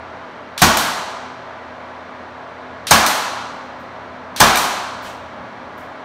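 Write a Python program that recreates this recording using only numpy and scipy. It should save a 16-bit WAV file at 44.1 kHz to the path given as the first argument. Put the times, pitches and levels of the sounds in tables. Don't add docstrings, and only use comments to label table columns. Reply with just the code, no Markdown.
import sys
import numpy as np
from scipy import signal
from scipy.fft import rfft, irfft, next_fast_len
from scipy.io import wavfile
from scipy.ndimage import map_coordinates

SR = 44100
rng = np.random.default_rng(int(sys.argv[2]) if len(sys.argv) > 2 else 0)


def voltage_ratio(decibels):
    exponent = np.asarray(decibels, float) / 20
    return 10 ** exponent


def generate_wav(sig):
    pcm = np.round(np.clip(np.atleast_2d(sig).T, -1, 1) * 32767).astype(np.int16)
    wavfile.write(sys.argv[1], SR, pcm)


N = 266364
T = np.arange(2 * SR) / SR
STANDING = rng.standard_normal(700)

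# frequency [Hz], density [dB per Hz].
STREET_SPECTRUM = [(180, -26), (300, -7.5), (450, -5), (620, -0.5), (760, -4), (950, -0.5), (1400, -7),
                   (2100, -12), (2600, -19.5), (3700, -22.5), (5700, -32), (7500, -43.5), (9500, -49),
                   (15500, -70)]
# frequency [Hz], density [dB per Hz].
RUMBLE_SPECTRUM = [(15, -64.5), (30, -26.5), (55, -18.5), (75, -4), (100, -6.5), (150, -8), (220, 0.5),
                   (330, -15.5), (500, -58.5)]
# time [s], rumble level [dB].
LORRY_LEVELS = [
    (0, -51.5),
    (1.5, -51),
    (2.8, -49),
    (4.2, -48.5),
    (5.4, -44.5),
    (6.04, -51),
]
# frequency [Hz], level [dB].
DRONE_PARTIALS = [(85, -54), (119, -55), (167, -57), (253, -47.5), (291, -56), (409, -58), (538, -54),
                  (635, -55)]

# frequency [Hz], t60 [s].
ROOM_T60 = [(60, .6), (160, 0.89), (420, 1.45), (1000, 1.835), (1800, 1.32), (2900, 1.32), (6000, 1.053),
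            (10000, 0.66), (15000, 0.47)]

# start [s], level [dB], length [s], brightness [dB per octave].
RUSTLES = [
    (3.515, -74, .06, 5.5),
    (3.619, -75.5, .07, 4.5),
    (3.796, -73, .04, 2),
    (5.02, -51.5, .03, 4),
    (5.032, -41, 0.086, -8),
    (5.781, -63.5, 0.053, -6),
]
# frequency [Hz], density [dB per Hz].
CLOTH_SPECTRUM = [(1500, -8), (3000, -0.5), (6000, 0.5), (9000, 0), (12000, -1.5), (15500, -0.5)]
# start [s], level [dB], low, mid and high ring [dB].
BRAD_TOUCHES = [
    (3.797, -62, -5.5, -4, 5.5),
    (5.776, -54, -7, 6, -1),
    (5.799, -57.5, 0, -9, -8),
]
# frequency [Hz], t60 [s].
BRAD_MODES = [(8550, .04), (11900, .018), (15300, .018)]

# time [s], peak [dB].
RETURNS = [
    (0.7708, 1),
    (3.0634, 0),
    (3.0705, -5),
    (4.556, -3.5),
    (4.5721, -1),
]
# frequency [Hz], density [dB per Hz].
SLAP_SPECTRUM = [(600, -31), (1500, 3), (2500, -3.5), (4000, -0.5), (7000, -4.5), (10000, -4.5),
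                 (14000, -7.5), (16000, -13)]
# frequency [Hz], level [dB], t60 [s].
STOP_MODES = [(2350, -4, .04), (3710, -8, .025), (5950, -9, .02), (9730, -14, .02), (13400, -14, .02)]

# blow time [s], peak [dB], bass [dB], treble [dB], release click [dB].
SHOTS_FIRED = [
    (0.62, 2, 3, 1, -14),
    (2.911, 3, -1, 1.1, -12),
    (4.404, 3, 3, 0, -15),
]
# frequency [Hz], density [dB per Hz].
CLICK_SPECTRUM = [(600, -29), (1300, -4), (2400, -5.5), (3700, -0.5), (5500, -4), (7000, -10), (9500, -10),
                  (15500, -19)]
# frequency [Hz], level [dB], t60 [s].
LATCH_MODES = [(2770, -6, .026), (4590, -8, .025), (5660, -10, .025), (7000, -14, .025), (9170, -19, .025)]
# frequency [Hz], level [dB], t60 [s].
LATCH_BOUNCE_MODES = [(9000, -5, .012), (4000, -12, .012)]
# frequency [Hz], density [dB per Hz].
BANG_SPECTRUM = [(35, -33), (80, -16), (200, -4.5), (430, -9.5), (700, -2.5), (1050, 0), (1400, -3.5),
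                 (1900, -7.5), (2800, -11), (4200, -10.5), (6300, -13), (7500, -18), (10500, -19),
                 (15500, -24)]
# frequency [Hz], level [dB], t60 [s].
BLADE_MODES = [(5200, -12, .02), (6400, -6, .035), (8300, -9, .025), (12300, -15, .02)]
# frequency [Hz], level [dB], t60 [s].
WALL_MODES = [(50, -35.5, 0.7), (83, -21, 0.33), (153.6, -14.5, 0.2), (220, -21.5, 0.63), (737, -6, 0.068),
              (836, -21, 0.14), (925, -18.5, 0.26), (1021, -19.5, .25), (1115, -15, 0.26),
              (1325, -8.5, 0.075), (1522, -18.5, 0.14)]

# centre [Hz], width [Hz], depth [dB].
MIC_DIPS_HZ_DB = [(4950, 250, -3.5), (10420, 500, -4.5)]
# frequency [Hz], density [dB per Hz].
HISS_SPECTRUM = [(2000, 1.5), (10000, -2.5), (15500, -3.5)]


def unit(x):
    return x / np.sqrt(np.mean(x ** 2) + 1e-20)


def along(points, hz):
    f, v = np.transpose(points)
    return np.interp(np.log(hz + 1), np.log(f + 1), v)


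def add(out, start_s, x):
    part = out[round(start_s * SR):][:len(x)]
    part += x[:len(part)]


def wobble(rate_hz):
    knots = rng.standard_normal(int(N * rate_hz / SR) + 4)
    return map_coordinates(knots, [np.arange(N) * rate_hz / SR])


def noise(spectrum, size, comb_db=0):
    m = next_fast_len(size)
    hz = np.fft.rfftfreq(m, 1 / SR)
    comb = map_coordinates(STANDING, [hz / 35]) * (hz > 320) if comb_db else 0
    gain = voltage_ratio(along(spectrum, hz) + comb_db * comb)
    return unit(irfft(rfft(rng.standard_normal(m)) * gain, m)[:size])


def burst(spectrum, rise_s, t60_s):
    return noise(spectrum, len(T)) * (1 - np.exp(-T / rise_s)) * voltage_ratio(-60 * T / t60_s)


def ring(modes, rise_s):
    t = T[:SR]
    rung = 0
    for hz, db, t60_s in modes:
        rung = rung + voltage_ratio(db + rng.normal(0, 3.3) - 60 * t / t60_s) * np.sin(2 * np.pi * hz * t)
    return np.pad(rung * (1 - np.exp(-t / rise_s)), (0, len(T) - SR))


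def room(spectrum, onset_s, early_db):
    hz, t, z = signal.stft(noise(spectrum, len(T), comb_db=1.5), SR, nperseg=512)
    t60_s = along(ROOM_T60, hz)[:, None]
    decay = voltage_ratio(-60 * t / t60_s) + voltage_ratio(early_db - 60 * t / 0.18)
    tail = signal.istft(z * decay, SR, nperseg=512)[1][:len(T)]
    return tail * (1 - np.exp(-(T / onset_s) ** 2))


def street():
    t = np.arange(N) / SR
    wash = voltage_ratio(-34.5 + 0.29 * wobble(3)) * noise(STREET_SPECTRUM, N, comb_db=1.5)
    rumble_db = np.interp(t, *np.transpose(LORRY_LEVELS)) + 2.0 * wobble(4)
    rumble = voltage_ratio(rumble_db) * noise(RUMBLE_SPECTRUM, N)
    turns_s = t + np.cumsum(.006 * wobble(4)) / SR
    hum = 0
    for hz, db in DRONE_PARTIALS:
        hum = hum + voltage_ratio(db + 2 + 2.6 * wobble(8)) * np.sin(2 * np.pi * hz * turns_s)
    return wash + rumble + hum


def rustle(length_s, bright_db):
    colour = [(hz, db + bright_db * np.log2(hz / 8000)) for hz, db in CLOTH_SPECTRUM]
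    puff = noise(colour, len(T)) * T / length_s * 4 * np.exp(1 - T / length_s * 2.7)
    return puff + voltage_ratio(-1) * room(colour, .5 * length_s, early_db=1.5)


def brad_touch(levels_db):
    modes = [(hz, db, t60_s) for (hz, t60_s), db in zip(BRAD_MODES, levels_db)]
    return ring(modes, .0025) + voltage_ratio(-14.5) * room(CLOTH_SPECTRUM, .004, early_db=5.5)


def handling():
    out = np.zeros(N)
    for start_s, db, length_s, bright_db in RUSTLES:
        add(out, start_s, voltage_ratio(db) * rustle(length_s, bright_db))
    for start_s, db, *levels_db in BRAD_TOUCHES:
        add(out, start_s, voltage_ratio(db + 7) * brad_touch(levels_db))
    return out


def return_slap():
    spray = voltage_ratio(3) * burst(SLAP_SPECTRUM, .002, .022) + voltage_ratio(-1) * burst(CLOTH_SPECTRUM, .002, .02)
    return spray + ring(STOP_MODES, .0015) + voltage_ratio(-13) * room(SLAP_SPECTRUM, 0.008, early_db=-12.5)


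def release_click():
    click = voltage_ratio(3) * burst(CLICK_SPECTRUM, .0015, .02) + voltage_ratio(-1) * ring(LATCH_MODES, .001)
    return click + voltage_ratio(-12) * room(CLICK_SPECTRUM, 0.0084, early_db=-6.5)


def blow(bass_db, treble_db):
    tilt_hz = np.log([150, 600, 2000, 8000])
    tilt_db = [bass_db, 0, 0, treble_db]
    colour = [(hz, db + np.interp(np.log(hz), tilt_hz, tilt_db)) for hz, db in BANG_SPECTRUM]
    crack = voltage_ratio(-4) * burst(SLAP_SPECTRUM, .0016, .03) + ring(BLADE_MODES, .001)
    fizz = voltage_ratio(4 * treble_db - 9) * burst(CLOTH_SPECTRUM, .0016, .025)
    thud = voltage_ratio(-4.0) * burst(colour, 0.0012, 0.031) + ring(WALL_MODES, 0.0043)
    return crack + fizz + thud + voltage_ratio(-12.0) * room(colour, 0.0048, early_db=1.5)


def nailer():
    release_lead_s, rush_lead_s, latch_bounce_s = .0422, .0058, .008
    out = np.zeros(N)
    for blow_s, db, bass_db, treble_db, click_db in SHOTS_FIRED:
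        release_s = blow_s - release_lead_s
        add(out, release_s, voltage_ratio(click_db - 0.5) * release_click())
        add(out, release_s + latch_bounce_s, voltage_ratio(click_db) * ring(LATCH_BOUNCE_MODES, .0006))
        add(out, blow_s - rush_lead_s, voltage_ratio(db - 16.5) * burst(SLAP_SPECTRUM, .002, .1))
        add(out, blow_s - .0018, voltage_ratio(db) * blow(bass_db, treble_db))
    for slap_s, db in RETURNS:
        add(out, slap_s - .0006, voltage_ratio(db - 7.5) * return_slap())
    return out


def scene():
    return (street() + handling() + nailer())[None]


def roll_off(x):
    return signal.sosfilt(signal.butter(12, 15690, fs=SR, output="sos"), x)


def record(dry):
    m = next_fast_len(N + SR // 4)
    hz = np.fft.rfftfreq(m, 1 / SR)
    dips_db = sum(db * np.exp(-((hz - centre_hz) / width_hz) ** 2) for centre_hz, width_hz, db in MIC_DIPS_HZ_DB)
    top_hz, edge_hz = 15720, 50
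    lowpass = (1 - np.tanh((hz - top_hz) / edge_hz)) / 2
    hissing = dry + voltage_ratio(-78.0) * noise(HISS_SPECTRUM, N)
    band = irfft(rfft(hissing, m) * voltage_ratio(dips_db) * lowpass, m)[:, :N]
    clipped = band / (1 + np.abs(band) ** 8) ** (1 / 8)
    return roll_off(clipped)


dry = scene()
out = record(dry)
generate_wav(out)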